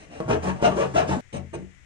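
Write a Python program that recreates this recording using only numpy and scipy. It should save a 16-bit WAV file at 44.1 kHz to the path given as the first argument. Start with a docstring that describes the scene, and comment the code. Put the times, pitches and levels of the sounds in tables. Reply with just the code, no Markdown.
"""A blade tip lightly scores drywall, close to the microphone in a small, faintly hissing room.
It is a hacksaw blade held in the hand. The sawing cuts in abruptly with a sharp click; in three
push-pull strokes the teeth rasp, the gypsum crumbles and the panel booms. It ends on a dull knock and
breaks off with a click; then the blade scrapes twice out of the slot with a thin steel ring."""
import sys
import numpy as np
from scipy import signal
from scipy.fft import rfft, irfft, next_fast_len
from scipy.io import wavfile
from scipy.ndimage import uniform_filter1d, map_coordinates

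SR = 44100
rng = np.random.default_rng(int(sys.argv[2]) if len(sys.argv) > 2 else 0)


def store_pcm(level_fs):
    """Save levels as 16-bit WAV."""
    pcm = np.round(np.clip(level_fs, -1, 1) * 32767).astype(np.int16)
    wavfile.write(sys.argv[1], SR, np.atleast_2d(pcm).T)


N = 81585
T = np.arange(N) / SR

# Room tone: frequency_hz, relative_db
AIR_SPECTRUM = [(20, -80), (50, -72), (130, -79), (220, -93), (400, -96), (800, -101), (1200, -99),
                (1500, -95), (2000, -87), (3000, -98), (4400, -108), (6800, -101), (9000, -110),
                (11000, -125), (16000, -135)]
# Decay of the small room: frequency_hz, t60_s
ROOM_DECAY = [(80, 0.26), (250, 0.15), (700, 0.22), (3000, 0.16), (10000, 0.15)]
# Modes of the panel: pitch_hz, width_hz, gain_db, left_minus_right_db
PANEL_MODES = [(84.2, 4.2, 11, 3), (135.85, 6.9, 14.5, 2.5), (185.3, 6.5, 5.5, 11.5), (226.1, 4.5, 2.5, -1),
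               (335.6, 18.5, -1, -11.5), (450.4, 59, 2.5, 1.5), (566, 12.7, 6.5, 1.5), (632.4, 20, 7, 5.5),
               (693.3, 15.6, 5, 4.5), (749.7, 24.5, 5, -3.5), (904.4, 87, 8, 2.5), (1087, 33, 6, 0),
               (1149, 13.6, 4, 0), (2997, 26, -2, -1.5)]
# The panel's balance at the microphone: frequency_hz, left_minus_right_db
PANEL_PAN = [(80, 3.5), (170, 2.5), (300, -1), (550, 3.5), (1000, -1.5), (1600, 7), (2400, 3), (3900, -5),
             (6300, 3), (8600, -9), (12000, 1)]
# The panel's phase at the microphone: frequency_hz, left_lag_rad
PANEL_LAG = [(80, .05), (300, 0.25), (550, 1.76), (2500, 2.1), (6000, 10.2)]
# Modes of the steel blade: pitch_hz, width_hz, relative_db
BLADE_MODES = [(6420, 200, -1.5), (8330, 150, 4), (8630, 160, -3), (15050, 250, -28)]
# Light scrapes of the tip: start_s, rise_s, hold_s, fall_s, rub_db, grit_db, boom_db, ring_db
TIP_SCRAPES = [(-.02, 0.017, 0.035, 0.25, -55, -52, -54, -73), (0.088, 0.04, 0.06, .2, -47, -50, -50, -74),
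               (1.325, 0.005, 0.04, 0.12, -38, -43, -35, -60),
               (1.526, .014, .016, 0.06, -38, -45, -40, -58), (1.56, 0.021, .04, 0.13, -60, -67, -44, -80)]
# Sharp clicks: start_s, level_db
SHARP_CLICKS = [(0.2036, -37.5), (1.2065, -41)]
# Knocks of the blade in the slot: start_s, pitch_hz, level_db
SLOT_KNOCKS = [(.258, 130.5, -24.5), (.296, 121.5, -17.5), (0.677, 284.6, -22.5), (.941, 300, -21.5),
               (1.021, 150, -22.5), (1.091, 321.2, -21), (1.168, 248, -22), (1.541, 348, -32),
               (1.556, 137.4, -29)]
# Teeth snag and thump the board: start_s, strength_db
TOOTH_SNAGS = [(.2032, -0.5), (0.2093, -5.5), (.281, -6), (.303, 3.5), (.626, 2.5), (.643, -0.5),
               (.674, 0.5), (.967, 0.5), (1.159, -6.5)]
# Pushes, pulls and a slow follow-through, with levels going into the panel:
# start_s, fastest_s, end_s, tooth_rate_hz, teeth_db, tear_db, grit_db, boom_db, slide_db
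SAW_STROKES = [(.277, 0.315, .380, 470, -24, -33, -33.5, -27.5, -44),
               (.420, 0.49, 0.53, 915, -35, -31.5, -42.5, -36.5, -43),
               (0.613, .656, 0.7, 740, -22.5, -27, -27, -33.5, -41),
               (.690, .722, .785, 420.8, -45.5, -36, -45.5, -37.5, -60),
               (.752, 0.807, .885, 580, -27, -34, -36.5, -41, -44.5),
               (.936, 0.979, 1.043, 729.3, -20.5, -27, -29.5, -34, -43),
               (1.071, 1.12, 1.177, 940, -34.5, -31, -43.5, -34.5, -42.5)]
# Tone colour of each sound: frequency_hz, relative_db
RUB_SPECTRUM = [(60, -13.5), (250, -5.5), (600, 3.5), (900, -8.5), (1300, -13.5), (1700, -11),
                (3000, -28.5), (8000, -53)]  # tip on the cut edge
CLICK_SPECTRUM = [(500, 1.5), (2000, -1), (9000, -18.5), (16000, -28)]
SNAG_SPECTRUM = [(40, -10.5), (120, -3.5), (450, 3.5), (800, -8.5), (1400, -14), (3000, -33.5), (9000, -39),
                 (16000, -68)]
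SLIDE_SPECTRUM = [(400, -5), (2400, 1.5), (4200, -2), (6300, 2), (8500, -2.5), (10000, -10.5), (11500, -24),
                  (12800, -38), (15200, -22)]  # hiss of the sliding blade
BOOM_SPECTRUM = [(20, -36), (45, -7.5), (80, -1.5), (130, -5), (180, 1.5), (300, -0.5), (450, -9),
                 (800, -26.5), (3000, -71)]  # body of the board
GRIT_SPECTRUM = [(300, -20.5), (1500, -3), (2100, -2), (2800, 4.5), (3400, -10), (3900, -5.5),
                 (4500, -12.5), (6000, -6), (7600, -16.5), (9800, -20.5), (11200, -40), (12800, -39),
                 (15200, -42.5)]  # crumbling gypsum
RASP_SPECTRUM = [(60, -21), (200, -13), (400, 1), (700, -2), (900, -6.5), (1300, -7.5), (1700, -8),
                 (2100, -17), (2900, -13), (4000, -31), (9000, -53), (16000, -72)]  # teeth biting and tearing

TOP_HZ = 15800
ROOM_DB, AIR_PAN_DB, BLADE_PAN_DB = -1.5, 12, -15  # positive pan is left
BLADE_SKIRT_HZ = 700  # the steel answers only near its modes
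CLICK_T60_S, KNOCK_RISE_S, KNOCK_T60_S = 0.015, 0.0026, 0.13
SAW_START_S, SAW_STOP_S, SLIDE_RISE_S = 0.2025, 1.208, 0.013
DRAG_DB, SWAY_DB = -47, -45.5  # the blade drags and the panel sways even between strokes
RASP_GROWS, GRIT_GROWS, BOOM_GROWS = 1.2, 2.36, 0.41  # level as a power of stroke force
TOOTH_JITTER, TOOTH_SCATTER_DB, TOOTH_PUSH_DB = 0.043, 1, -7.5
JUDDER, JUDDER_DB = 0.0542, 3  # the hand's speed and pressure waver as the teeth catch


def amp(db):
    """Decibels to gain."""
    return 10 ** (np.asarray(db) / 20)


def unit(x):
    """Scale to rms 1."""
    return x / np.sqrt(np.mean(x ** 2) + 1e-20)


def along(points, hz):
    """Interpolate (frequency_hz, value) points on a log axis."""
    f, v = np.transpose(points)
    return np.interp(np.log(hz + 1), np.log(f + 1), v)


def sides(db):
    """Left and right gains for a level difference."""
    return amp(np.array([[.5], [-.5]]) * db)


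def filtered(x, response):
    """Pass x through a complex frequency response."""
    m = next_fast_len(N + SR)
    return irfft(rfft(x, m) * response(np.fft.rfftfreq(m, 1 / SR)), m)[..., :N]


def coloured(x, spectrum):
    """Pass x through a causal filter of unit power with the given spectrum."""
    m = 2 * next_fast_len(N)
    gain = unit(amp(along(spectrum, np.fft.rfftfreq(m, 1 / SR))))
    cepstrum = irfft(np.log(gain + 1e-6))
    cepstrum[1:m // 2] *= 2  # fold to minimum phase
    cepstrum[m // 2 + 1:] = 0
    return irfft(rfft(x, m) * np.exp(rfft(cepstrum)))[:N]


def resonance(f, hz, width):
    """One causal mode with a peak gain of 1."""
    return 1j * f * width / (hz * hz - f * f + 1j * f * width)


def wobble(rate_hz):
    """A smooth random curve, rate_hz knots a second."""
    return map_coordinates(rng.standard_normal(N // 8), [T * rate_hz], mode="wrap")


def crumbs(rate_hz, scatter_db):
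    """Random tiny fractures of uneven size, rms 1."""
    size = amp(scatter_db * np.clip(rng.standard_normal(N), -2, 2)) * rng.choice([-1, 1], N)
    return unit((rng.random(N) < rate_hz / SR) * size)


def sawing_span():
    """1 while the sawing lasts, with abrupt edges."""
    return np.interp(T, [SAW_START_S - .001, SAW_START_S, SAW_STOP_S - .002, SAW_STOP_S], [0, 1, 1, 0])


def room_tone():
    """Quiet steady hiss, stronger on the left of the microphone."""
    noise = rng.standard_normal((2, N))
    return sides(AIR_PAN_DB) * filtered(noise, lambda f: amp(along(AIR_SPECTRUM, f) - 3.5) * np.sqrt(SR / 2))


def room_tail(x, hop=SR // 8):
    """A short diffuse tail, different on each side and changing as the arm moves."""
    out = np.zeros((2, N + SR))
    x = np.pad(np.atleast_2d(x), ((0, 0), (hop, 2 * hop)))
    for at in range(0, N + hop, hop):
        hz, t, noise = signal.stft(rng.standard_normal((2, SR // 3)), SR, nperseg=256)
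        t60 = along(ROOM_DECAY, hz)[:, None]
        tail = signal.istft(noise * amp(-60 * t / t60) / np.sqrt(t60), SR, nperseg=256)[1]
        part = x[:, at:at + 2 * hop] * signal.windows.cosine(2 * hop)
        wet = signal.fftconvolve(part, tail / np.linalg.norm(tail[0]), axes=1)
        out[:, at:at + wet.shape[1]] += wet
    return amp(ROOM_DB) * out[:, hop:hop + N]


def panel(x):
    """The board radiates to the close microphone directly and through its modes; the room answers."""
    def response(f):
        modes = sum(amp(db) * sides(pan) * resonance(f, hz, width) for hz, width, db, pan in PANEL_MODES)
        lag = np.exp(np.array([[-.5j], [.5j]]) * along(PANEL_LAG, f))
        return (1 + modes) * lag
    near = filtered(x, response)
    return filtered(amp(-3.5) * (near + room_tail(near)), lambda f: sides(along(PANEL_PAN, f)))


def blade_response(f):
    """The thin steel rings in a few high modes."""
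    return 8 * sum(amp(db) * resonance(f, hz, width) / (1 + ((f - hz) / BLADE_SKIRT_HZ) ** 4)
                   for hz, width, db in BLADE_MODES)


def scraping():
    """The tip rubs along the cut edge, stirring the panel and, to the right, the blade's own ring."""
    level = np.zeros((4, N))
    grows = np.array([[1.1], [1.2], [.5], [1.5]])  # the boom lingers, the ring dies first
    for start, rise, hold, fall, rub_db, grit_db, boom_db, ring_db in TIP_SCRAPES:
        attack = np.clip((T - start) / rise, 0, 1)
        release = amp(-60 * np.maximum(T - start - rise - hold, 0) / fall)
        level += amp([[rub_db], [grit_db], [boom_db], [ring_db]]) * (attack * release) ** grows
    rub, grit, boom, ring = level
    board = (coloured(rub * crumbs(1800, scatter_db=4.5), RUB_SPECTRUM)
             + coloured(grit * crumbs(5400, scatter_db=1.5), GRIT_SPECTRUM)
             + coloured(boom * crumbs(900, scatter_db=2), BOOM_SPECTRUM))
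    steel = filtered(ring * crumbs(3000, scatter_db=2), blade_response)
    return panel(board) + sides(BLADE_PAN_DB) * (steel + amp(-13) * room_tail(steel))


def clicks():
    """Dry, sharp clicks as the sawing cuts in and breaks off."""
    level = sum((T >= s) * amp(db - 60 * np.maximum(T - s, 0) / CLICK_T60_S) for s, db in SHARP_CLICKS)
    return np.array([coloured(level * noise, CLICK_SPECTRUM) for noise in rng.standard_normal((2, N))])


def knocks():
    """The blade jams or bumps the slot's end: each time a dull, quickly damped knock."""
    out = np.zeros(N)
    for start, hz, db in SLOT_KNOCKS:
        t = np.maximum(T - start, 0)
        gate = 1 if start > SAW_STOP_S else sawing_span()
        envelope = amp(db - 60 * t / KNOCK_T60_S) * (1 - np.exp(-t / KNOCK_RISE_S))
        out += gate * envelope * np.sin(2 * np.pi * hz * t)
    return out


def snags():
    """A snagging tooth gives the board a single thump."""
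    impulses = np.zeros(N)
    for start, db in TOOTH_SNAGS:
        impulses[round(start * SR)] += amp(db)
    return coloured(impulses, SNAG_SPECTRUM)


def teeth(rate_hz):
    """Each passing tooth gives a smooth push and a slightly irregular bite; unit power."""
    passed = np.cumsum(rate_hz) / SR
    offset, size = rng.standard_normal((N // 20, 2))[:int(passed[-1])].T
    at = np.interp(np.arange(len(size)) + TOOTH_JITTER * offset, passed, np.arange(N)).astype(int)
    pulses = np.bincount(at, amp(TOOTH_SCATTER_DB * size), N) / np.sqrt(rate_hz)
    bites = unit(coloured(pulses - uniform_filter1d(pulses, size=400), RASP_SPECTRUM))
    push = unit(coloured(np.cos(2 * np.pi * passed), RASP_SPECTRUM))
    return unit(bites + amp(TOOTH_PUSH_DB) * push)


def sawing():
    """Blade speed sets the tooth rate and the force of rasp, grit and boom."""
    rate_hz, slide, level = np.zeros(N), np.zeros(N), np.zeros((4, N))
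    grows = np.array([[RASP_GROWS], [RASP_GROWS], [GRIT_GROWS], [BOOM_GROWS]])
    for start, fastest, end, tooth_hz, teeth_db, tear_db, grit_db, boom_db, slide_db in SAW_STROKES:
        ramp = np.interp(T, [start, fastest, end], [0, 1, 0])
        speed = np.sin(ramp * np.pi / 2)
        force = .5 * (speed + ramp)
        rate_hz = np.maximum(rate_hz, tooth_hz * np.sqrt(speed))  # the pitch levels off early
        level += amp([[teeth_db], [tear_db], [grit_db], [boom_db]]) * force ** grows
        contact = np.interp(T, [start, start + SLIDE_RISE_S, fastest, end], [0.026, 0.94, 0.83, 0.071])
        slide += amp(slide_db) * contact ** 1.21  # the hiss catches at once and fades
    bite, tear, grit, boom = level
    tearing = (tear + amp(DRAG_DB)) * amp(2.3 * wobble(109.96)) * crumbs(4000, scatter_db=3)
    juddering_hz = np.maximum(rate_hz, 150) * np.exp(JUDDER * wobble(130))
    rasp = unit(teeth(juddering_hz) * amp(JUDDER_DB * wobble(170)))
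    dust = grit * unit(2 + rasp) * crumbs(10000, scatter_db=4.5)  # gypsum crumbles with each bite
    thud = (boom + amp(SWAY_DB)) * crumbs(1500, scatter_db=2.5)
    hiss = (slide + amp(-66.5)) * crumbs(10000, scatter_db=3)
    board = (bite * rasp + coloured(tearing, RASP_SPECTRUM) + coloured(dust, GRIT_SPECTRUM)
             + coloured(thud, BOOM_SPECTRUM) + coloured(hiss, SLIDE_SPECTRUM) + snags())
    return sawing_span() * panel(board)


def scene():
    """Close saw strokes, knocks, clicks and scrapes over the room tone."""
    return sawing() + knocks() + clicks() + scraping() + room_tone()


def record(dry):
    """The microphone signal, cut off above TOP_HZ."""
    return filtered(dry, lambda hz: hz < TOP_HZ)


dry = scene()
out = record(dry)
store_pcm(out)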